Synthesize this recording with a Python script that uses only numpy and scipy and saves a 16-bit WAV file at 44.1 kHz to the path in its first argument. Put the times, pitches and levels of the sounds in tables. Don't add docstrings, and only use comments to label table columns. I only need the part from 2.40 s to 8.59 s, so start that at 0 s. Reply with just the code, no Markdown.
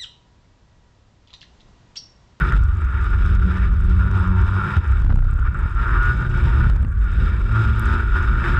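import sys
import numpy as np
from scipy import signal
from scipy.fft import rfft, irfft
from scipy.io import wavfile
from scipy.ndimage import uniform_filter1d

SR = 44100
rng = np.random.default_rng(int(sys.argv[2]) if len(sys.argv) > 2 else 0)


def put_to_file(sound):
    columns = np.atleast_2d(sound).T
    safe = np.clip(columns, -1, 1)
    whole_steps = np.round(safe * 32767)
    wavfile.write(sys.argv[1], SR, whole_steps.astype(np.int16))


def amplitude_ratio(level_db):
    exponent = np.asarray(level_db, float) / 20
    return 10 ** exponent


N = 272979
T = np.arange(N) / SR

# time in seconds, firing rate in Hz (one firing a turn).
ENGINE_SPEED = [(0, 126), (.125, 121.7), (.25, 110.4), (.6, 100), (.75, 96.7), (.95, 93.5), (1.03, 90.5),
                (1.08, 92), (1.25, 92.2), (1.4, 92.4), (1.5, 90.7), (1.6, 93), (1.67, 97.5), (1.76, 95),
                (1.92, 92), (2.0, 91.7), (2.17, 95.5), (2.35, 100.5), (2.6, 103.4), (2.8, 101.8),
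                (3.05, 107), (3.25, 114.5), (3.374, 113.6), (3.55, 117.8), (3.7, 121.8), (4.0, 120.2),
                (4.125, 114), (4.25, 111.6), (4.5, 97.5), (4.75, 96), (4.9, 103), (5.125, 107.8),
                (5.375, 109), (5.5, 112.5), (5.7, 110), (5.875, 111.3), (6.12, 117.4), (6.19, 117.2)]
# time in seconds, share of sharp, even firings from 0 to 1.
CLEAN_PULL = [(0, .4), (.15, .2), (.3, .15), (.9, .3), (1.6, .35), (1.75, .65), (2.3, .7), (2.42, .05),
              (3.25, .05), (3.4, .8), (3.72, .85), (3.8, .35), (4.25, .4), (4.35, .03), (5.0, .1),
              (5.15, .6), (5.6, .6), (5.7, .35), (5.85, .55), (6.0, .5), (6.1, .7), (6.19, .7)]
# time in seconds, relative level in dB.
SHUDDER_LEVEL = [(0, -17.5), (.45, -17), (.8, -17.5), (1.2, -13), (1.5, -16.5), (2.03, -20), (2.12, -19.5),
                 (2.38, -16.5), (2.8, -20), (3.2, -16.5), (3.4, -23.5), (3.65, -11), (3.95, -20),
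                 (4.3, -14.5), (4.6, -22), (4.9, -16.5), (5.16, -21), (5.64, -17), (6.19, -21)]
# time in seconds, centre pitch in Hz.
BENDING_PITCH = [(0, 53.76), (.38, 52.07), (.55, 67.15), (.72, 70.51), (.83, 58.44), (1.2, 66.18),
                 (1.6, 69.24), (1.83, 61.5), (2.0, 74.16), (2.3, 66), (3.2, 61.9), (3.36, 47), (3.69, 46.9),
                 (3.82, 58.54), (4.05, 69.04), (4.4, 64.22), (4.56, 50.5), (4.9, 66), (5.6, 60.87),
                 (5.84, 46.2), (6.19, 41.3)]
# frequency in Hz, relative level in dB.
ROAD_TONE = [(8, -17), (20, -16), (35, 2), (60, 0), (90, -7.5), (130, -32), (300, -58.5)]
# start in seconds, direction as 1 or -1,
# level in dB before the mount limits it, pitch in Hz.
FRAME_JOLTS = [(2.371, 1, -1, 78), (4.2725, 1, -4, 62), (4.297, -1, -4, 62), (4.359, -1, -4, 68)]
# time in seconds, middle level in dB.
THUD_LEVEL = [(0, -26), (.17, -26.5), (.27, -44), (.85, -34), (1.4, -30.5), (2.2, -35), (2.38, -38),
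              (2.5, -36), (2.75, -32), (3.3, -39.5), (3.6, -33.5), (4.3, -28), (4.55, -41.5), (4.85, -31),
              (5.1, -36.5), (5.8, -30.5), (6.19, -32.5)]
# frequency in Hz, relative level in dB.
THUD_TONE = [(70, -34), (110, -7), (150, -7), (220, -19), (300, -33.5), (600, -36), (1200, -73)]
# frequency in Hz, relative level in dB.
RATTLE_TONE = [(200, -6), (500, 0), (1500, 0), (2500, -10), (5000, -24), (10000, -36), (16000, -52)]
# time in seconds, first order in dB, higher orders in dB.
ENGINE_SHAKE = [(0, -33, -28), (.25, -55, -37.5), (.6, -26.5, -34.5), (.75, -37, -34), (.91, -32, -23.5),
                (1.02, -17.5, -35), (1.07, -24, -20), (1.15, -27, -25.5), (1.4, -38, -33),
                (1.5, -24.5, -26), (1.6, -18, -27.5), (1.69, -27.5, -28), (1.76, -12.5, -24),
                (1.8, -28.5, -29), (1.88, -24, -24), (2.0, -15.5, -25.5), (2.1, -21, -30.5),
                (2.17, -17.5, -29), (2.25, -29, -23.5), (2.36, -30, -27), (2.5, -27, -36), (2.9, -46, -41),
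                (3.25, -42.5, -42.5), (3.5, -23.5, -24), (3.75, -25, -34.5), (4.2, -26.5, -23),
                (4.45, -30, -40), (4.75, -24, -31), (5.0, -34.5, -30.5), (5.2, -16.5, -20.5),
                (5.4, -25.5, -28), (5.52, -36.5, -19), (5.7, -37, -34.5), (6.19, -26, -21.5)]
ORDER_BALANCE = [0, -12, -23, -25.5, -26, -28]
# frequency in Hz, gain in dB.
FRAME_CARRY = [(90, 1), (105, 0), (125, 0), (185, 10), (205, 1.5), (220, 0.5), (245, -10), (290, 0),
               (330, 1), (362, 7.5), (385, 1), (420, -7.5), (500, -8), (750, -8)]
# time in seconds, level of its middle range in dB, level of its treble in dB.
ROAR_LEVEL = [(0.0, -36, -56), (0.01, -25.5, -51), (0.1, -31.5, -43), (0.12, -21.5, -54),
              (0.17, -34.5, -44), (0.19, -36.5, -57), (0.29, -39, -59.5), (0.62, -31, -50.5),
              (0.69, -37, -52.5), (0.74, -27, -49), (0.77, -36, -54), (0.86, -33.5, -47), (0.98, -37, -53),
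              (1.12, -32, -48), (1.34, -40, -57), (1.57, -40, -52), (1.6, -34.5, -49.5),
              (2.02, -30.5, -50.5), (2.03, -36, -51.5), (2.31, -25.5, -45), (2.38, -28.5, -47.5),
              (2.39, -42.5, -58.5), (2.46, -33.5, -54), (2.69, -43, -57), (2.71, -36, -58),
              (2.74, -47.5, -65), (3.0, -38, -61), (3.07, -31, -57.5), (3.1, -42.5, -60),
              (3.15, -36.5, -57), (3.29, -37, -57), (3.57, -19, -43.5), (3.6, -24.5, -47),
              (3.71, -27.5, -44), (3.76, -37.5, -48.5), (3.83, -27.5, -46.5), (3.89, -37.5, -51),
              (4.0, -27.5, -46), (4.03, -33, -46.5), (4.26, -28.5, -47.5), (4.28, -38, -50),
              (4.52, -44.5, -74.5), (4.53, -43, -64.5), (4.83, -33.5, -45), (4.91, -36.5, -53),
              (5.02, -33, -48.5), (5.03, -42, -52.5), (5.17, -27, -45.5), (5.22, -29.5, -43),
              (5.34, -30.5, -46.5), (5.57, -25.5, -43.5), (5.67, -36, -50.5), (5.79, -23.5, -47),
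              (5.86, -33, -52.5), (5.93, -27.5, -47), (5.96, -31.5, -50.5), (6.09, -21, -41),
              (6.12, -28.5, -45.5), (6.17, -19.5, -44.5), (6.19, -27, -46)]
# start in seconds, boost in dB.
ROAR_BURSTS = [(.12, 6), (.357, 7), (.73, 7), (1.017, 7), (1.311, 7), (1.419, 7), (2.164, 7), (2.519, 7),
               (3.105, 6), (3.144, 7), (3.94, 7), (4.07, 7), (4.672, 6), (5.753, 6), (5.873, 6), (5.996, 5),
               (6.038, 8)]
# centre in Hz, rough width in Hz, relative level in dB.
CASE_MODES = [(355.7, 76, -5.5), (910.5, 75, -11.5), (1020, 120, -15.5), (1229, 90, -4), (1327, 150, -6),
              (1408, 94, 3), (1537, 310, -8.5), (1794, 207, -14.5), (2286, 110, -17), (2562, 345, -23.5),
              (3684, 200, -28), (5070, 530, -38.5), (6320, 240, -49), (7630, 670, -47)]
# frequency in Hz, relative level in dB.
CASE_LEAK = [(120, -31), (250, -15), (500, -22.5), (720, -26), (2000, -32.5), (3400, -31), (4300, -45.5),
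             (6000, -55.5), (10000, -59), (13500, -62), (16000, -77)]
# time in seconds, relative level in dB.
ROAR_EDGE = [(0, 2), (.5, 0.5), (1.2, 2), (1.6, 6.5), (2.3, 6.5), (2.8, -3), (3.2, 5), (3.55, 1),
             (4.2, 2.5), (4.8, 0.5), (5.5, 2.5), (6.19, 0)]
WANDER_CENTRES = [935, 1060, 1220, 1350, 1500, 1500, 1760]
# time in seconds, middle level in dB.
CHAIN_WHINE = [(0, -40), (.2, -60), (3.3, -60), (3.37, -34), (3.47, -27), (3.57, -21), (3.63, -24),
               (3.72, -25), (3.75, -55), (5.98, -55), (6.06, -24), (6.19, -23)]
# start in seconds, level in dB.
SPRAY_SPITS = [(0.1236, -45.5), (0.2214, -53.5), (0.238, -47), (0.3253, -60), (0.3511, -55), (0.447, -49.5),
               (0.4544, -58.5), (0.6114, -54), (0.624, -50), (0.643, -48.5), (0.8619, -49), (0.951, -46.5),
               (1.1724, -48.5), (1.3244, -48.5), (1.3416, -51), (1.4099, -51), (1.4426, -47.5),
               (1.4965, -48.5), (1.714, -45), (1.7624, -51), (1.8765, -48.5), (2.0165, -47.5),
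               (2.4433, -55), (2.478, -51.5), (2.52, -49.5), (2.6, -50), (2.6172, -51), (2.6793, -52),
               (3.6317, -46), (3.6558, -44), (3.8197, -51), (3.8975, -49), (3.9758, -42.5), (4.6432, -51),
               (4.7186, -51), (5.4564, -40.5), (5.8274, -47)]
# start in seconds, length in seconds,
# then the levels of body, crack and thump in dB.
CASE_KNOCKS = [(.174, .004, -34, -47, -26), (.221, .003, -48, -53, -45), (.237, .003, -48, -52, -45),
               (2.367, .011, -30, -42, -20), (2.384, .004, -36, -56, -40), (2.62, .008, -36, -54, -28),
               (2.645, .01, -32, -51, -22), (2.663, .008, -35, -62, -28), (2.695, .008, -31, -62, -17),
               (2.702, .018, -30, -58, -26), (2.722, .014, -31, -59, -22), (2.742, .008, -33, -55, -22),
               (2.757, .01, -33, -56, -28), (2.772, .008, -36, -59, -23), (2.788, .01, -35, -57, -28),
               (2.81, .01, -35, -60, -27), (2.823, .008, -35, -60, -30), (2.846, .008, -31, -50, -27),
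               (2.872, .006, -35, -54, -25), (2.9, .006, -37, -59, -28), (2.929, .006, -35, -55, -25),
               (2.99, .006, -36, -58, -24), (4.2985, .004, -26, -33, -28), (4.3615, .008, -37, -45, -30),
               (4.43, .007, -36, -58, -25), (4.4475, .006, -31, -62, -18), (4.478, .003, -42, -54, -28),
               (5.4715, .004, -27, -43, -34)]
# start in seconds, centre in Hz, width in Hz, level in dB.
GRIT_HITS = [(3.7718, 6500, 488.6, -35), (5.396, 9160, 9400, -31)]
# time in seconds, level in dB of its once-a-rib tone.
KERB_LEVEL = [(2.585, -20.5), (2.63, -9.5), (2.76, -5), (2.9, -10.5), (2.96, -16), (3.08, -14), (3.12, -20),
              (3.18, -20.5), (3.26, -15)]
# time in seconds (kerb() plays it 1.9 ms early), ribs passed.
KERB_RIBS = [(2.585, 0), (2.65, 2), (2.745, 5), (2.905, 10), (2.96, 12), (3.019, 14), (3.088, 16),
             (3.146, 18), (3.18, 19), (3.261, 22)]

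SPIT_S = .0011


def unit(x):
    return x / np.sqrt(np.mean(np.abs(x) ** 2))


def curves(table):
    s, *columns = np.transpose(table)
    return [np.interp(T, s, c) for c in columns]


def walk(rate):
    hold = max(int(SR / rate), 2)
    steps = np.repeat(rng.standard_normal(N // hold + 1), hold)
    return unit(uniform_filter1d(uniform_filter1d(steps, hold), hold)[:N])


def fading(s, decay_s):
    return (T >= s) * np.exp(-np.maximum(T - s, 0) / decay_s)


def band(x, lo_hz, hi_hz):
    sos = signal.butter(1, [lo_hz, hi_hz], "band", fs=SR, output="sos")
    return signal.sosfiltfilt(sos, x, padtype="even")


def colour(x, points, modes=()):
    size = 16384
    f = np.arange(size // 2 + 1) * SR / size + 1
    hz, db = np.transpose(points)
    smooth_db = np.interp(np.log(f), np.log(hz), db, left=db[0] - 20, right=db[-1] - 40)
    power = amplitude_ratio(2 * smooth_db)
    for mode_hz, width, mode_db in modes:
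        power = power + amplitude_ratio(2 * mode_db) / (1 + ((f - mode_hz) / width * 1.46) ** 2) ** 2
    cepstrum = irfft(np.log(power) / 2)
    cepstrum[1:size // 2] *= 2
    cepstrum[size // 2 + 1:] = 0
    return signal.fftconvolve(x, irfft(np.exp(rfft(cepstrum))))[:N]


def firings(cycles, scatter_db):
    count = np.arange(1, int(cycles[-1]))
    at = np.interp(count, cycles, np.arange(N))
    size = amplitude_ratio(scatter_db * rng.standard_normal(N // 200)[:len(at)])
    i = at.astype(int)
    early = np.bincount(i, size * (1 - at + i), N + 1)[:N]
    late = np.bincount(i + 1, size * (at - i), N + 1)[:N]
    return early + late


def frame():
    swing = walk(14) + 1j * walk(14) + 0.91
    turning = np.exp(2j * np.pi * np.cumsum(curves(BENDING_PITCH)[0]) / SR)
    mode = unit(np.real(swing * turning))
    shake = unit(colour(rng.standard_normal(N), ROAD_TONE))
    thud = unit(colour(rng.standard_normal(N) * amplitude_ratio(2 * walk(30)), THUD_TONE))
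    shudder = amplitude_ratio(curves(SHUDDER_LEVEL)[0] + 3.5 * walk(9)) * (0.9 * mode + 1.76 * shake)
    for s, way, db, hz in FRAME_JOLTS:
        ring = fading(s - .003, decay_s=0.028)
        ring = uniform_filter1d(uniform_filter1d(ring, size=150), size=150)
        jolt = np.sign(way) * amplitude_ratio(db) * np.sin(2 * np.pi * hz * (T - s))
        shudder = shudder * (1 - ring) + ring * jolt
    travel = .6
    reach = np.abs(signal.hilbert(np.pad(shudder, (0, SR // 10), "reflect"))[:N]) / travel
    limited = shudder / (1 + reach ** 4) ** .25
    return limited + amplitude_ratio(curves(THUD_LEVEL)[0] + 3.5 * walk(11)) * thud


def rattle(shake):
    jerk = signal.sosfilt(signal.butter(1, [60, 250], "band", fs=SR, output="sos"), shake)
    force = np.abs(jerk) * np.where(jerk < 0, 1.2, 1)
    loose = np.tanh(np.maximum(force - .17, 0) / 0.13)
    chatter = colour(loose * amplitude_ratio(2.8 * walk(400)) * rng.standard_normal(N), RATTLE_TONE)
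    return amplitude_ratio(-32.0) * band(chatter, 1600, 12000)


def drone(cycles, hz):
    carry_hz, carry_db = np.transpose(FRAME_CARRY)
    first_db, higher_db = curves(ENGINE_SHAKE)
    total = np.zeros(N)
    for order, balance_db in enumerate(ORDER_BALANCE, 1):
        load_db = first_db if order == 1 else higher_db
        path_db = np.interp(np.log(order * hz), np.log(carry_hz), carry_db)
        waver_db = 1.2 * walk(7) + 1.8 * walk(20)
        phase = 2 * np.pi * order * cycles + .12 * (order + 1) * walk(20)
        total += np.sqrt(2) * amplitude_ratio(load_db + balance_db + path_db + waver_db) * np.sin(phase)
    return total


def wander(x):
    spectrum, f = rfft(x), np.arange(N // 2 + 1) * SR / N
    edge_db, = curves(ROAR_EDGE)
    steady = 1 - .6 * curves(CLEAN_PULL)[0]
    total = np.zeros(N)
    for hz, weight in zip(WANDER_CENTRES, np.eye(len(WANDER_CENTRES))):
        part = irfft(spectrum * np.interp(f, WANDER_CENTRES, weight), N)
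        swell_db = steady * 2.6 * walk(11)
        total += amplitude_ratio(swell_db + (edge_db if hz < 1100 else 0)) * part
    return unit(total)


def roar(cycles):
    burst_db = np.zeros(N)
    for s, db in ROAR_BURSTS:
        dip_before = np.exp(-((T - s) / 0.0088) ** 2) * (T < s) / 2
        burst_db += db * (fading(s, decay_s=0.01) - dip_before)
    share = np.clip(curves(CLEAN_PULL)[0], 0, 1)
    flicker_db = .8 * (1 - curves(CLEAN_PULL)[0]) * walk(14)
    levels_db = curves(ROAR_LEVEL) + flicker_db + np.outer([1, .3], burst_db)
    level_db, treble_db = uniform_filter1d(levels_db, size=130)
    low_db = -42.5 + 0.87 * (treble_db + 50.0) + 1.0 * walk(9)
    puff = 1.6 + np.exp(-(cycles % 1) / .3)
    gas = unit(puff * amplitude_ratio(1.2 * walk(90)) * rng.standard_normal(N))
    lag = np.arange(int(.008 * SR)) / SR
    sweep = signal.chirp(lag, 2600, lag[-1], 400) * np.hanning(len(lag)) ** .3
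    swept = band(signal.fftconvolve(firings(cycles, scatter_db=2.4), sweep)[:N], 750, 2100)
    middle_gas = band(gas, 750, 2100)
    drive = gas - (1 - np.sqrt(1 - share)) * middle_gas
    drive = drive + np.sqrt(share) * np.std(middle_gas) * unit(swept)
    sound = colour(drive * amplitude_ratio(1.2 * walk(22)), CASE_LEAK, CASE_MODES)
    high_pass = signal.butter(3, 2600, "high", fs=SR, output="sos")
    low_pass = signal.butter(3, 750, "low", fs=SR, output="sos")
    treble = signal.sosfiltfilt(high_pass, sound, padtype="even")
    low = signal.sosfiltfilt(low_pass, sound, padtype="even")
    middle = amplitude_ratio(level_db) * wander(sound - treble - low)
    return amplitude_ratio(low_db) * unit(low) + middle + amplitude_ratio(treble_db + 0.9 * walk(15)) * unit(treble)


def whine(cycles):
    teeth = 12
    level_db = curves(CHAIN_WHINE)[0] + 1.5 * walk(25)
    phase = 2 * np.pi * teeth * cycles + .25 * walk(30)
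    return np.sqrt(2) * amplitude_ratio(level_db) * np.sin(phase)


def spray():
    drops_per_s, smallest_db, spread_db = 60, -67, 2.5
    s, db = np.transpose(SPRAY_SPITS)
    chance = rng.random((600, 2))
    fine_s = np.cumsum(-np.log(1 - chance[:, 0])) / drops_per_s
    fine_db = smallest_db - spread_db * np.log(1 - chance[:, 1])
    s, db = np.r_[s, fine_s], np.r_[db, fine_db]
    inside = s < T[-1]
    drops = np.bincount((s[inside] * SR).astype(int), amplitude_ratio(db[inside]), N)
    shape = signal.fftconvolve(drops, np.exp(-(T[:200] / SPIT_S) ** 2))[:N]
    hiss = band(band(rng.standard_normal(N), 4000, 10000), 4000, 10000)
    return shape * unit(hiss)


def tap(cycles):
    taps = firings(cycles, scatter_db=5)
    shape = signal.fftconvolve(taps, np.exp(-(T[:200] / SPIT_S) ** 2))[:N]
    hiss = band(band(rng.standard_normal(N), 6000, 10000), 6000, 10000)
    return amplitude_ratio(-63) * shape * unit(hiss)


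def narrow(x, edges_hz, times):
    for _ in range(times):
        x = unit(signal.sosfilt(signal.butter(1, edges_hz, "band", fs=SR, output="sos"), x))
    return x


def ticks():
    out, size = np.zeros(N), 800
    lag = np.arange(size) / SR
    thump = np.exp(-lag / .004) * np.sin(2 * np.pi * 220 * lag)
    knock_noise = rng.standard_normal((len(CASE_KNOCKS), 2, size))
    for (s, length, body_db, crack_db, thump_db), noise in zip(CASE_KNOCKS, knock_noise):
        shape = np.minimum(lag / .001, 1) * np.exp(-(2 * lag / length) ** 2)
        body = amplitude_ratio(body_db) * narrow(noise[0], (350, 2200), times=4)
        crack = amplitude_ratio(crack_db) * narrow(noise[1], (1800, 5500), times=2)
        out[int(s * SR):][:size] += shape * (body + crack) + amplitude_ratio(thump_db) * thump
    grit_noise = rng.standard_normal((len(GRIT_HITS), size))
    for (s, hz, width, db), noise in zip(GRIT_HITS, grit_noise):
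        hiss = narrow(noise, [hz - width / 2, hz + width / 2], times=2)
        out[int(s * SR):][:size] += amplitude_ratio(db) * np.exp(-lag / 0.00053) * hiss
    return out


def kerb():
    s, count = np.transpose(KERB_RIBS)
    turn = 2 * np.pi * np.interp(T + 0.0019, s, count)
    drop = np.sin(turn) + .45 * np.sin(2 * turn) + .2 * np.sin(3 * turn) + .07 * np.sin(4 * turn)
    return -np.sqrt(2) * amplitude_ratio(curves(KERB_LEVEL)[0]) * drop


def scene():
    hz, = curves(ENGINE_SPEED)
    unsteady = 1 + .002 * walk(40) + .003 * walk(8)
    cycles = np.cumsum(hz * unsteady) / SR
    shake = frame() + kerb()
    shaking = shake + rattle(shake)
    engine = drone(cycles, hz) + roar(cycles) + whine(cycles)
    small_sounds = ticks() + spray() + tap(cycles)
    return (shaking + engine + small_sounds)[None]


def top_cut(x):
    return signal.sosfilt(signal.butter(12, 15700, fs=SR, output="sos"), x)


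def record(dry):
    top = np.where(dry > 0, .68, .58)
    knee = 5
    flat = dry / (1 + (np.abs(dry) / top) ** knee) ** (1 / knee)
    thin = signal.sosfilt(signal.butter(1, 58, "high", fs=SR, output="sos"), flat)
    thin = signal.sosfilt(signal.butter(1, 12, "high", fs=SR, output="sos"), thin)
    return top_cut(thin)


dry = scene()
out = record(dry)
put_to_file(out)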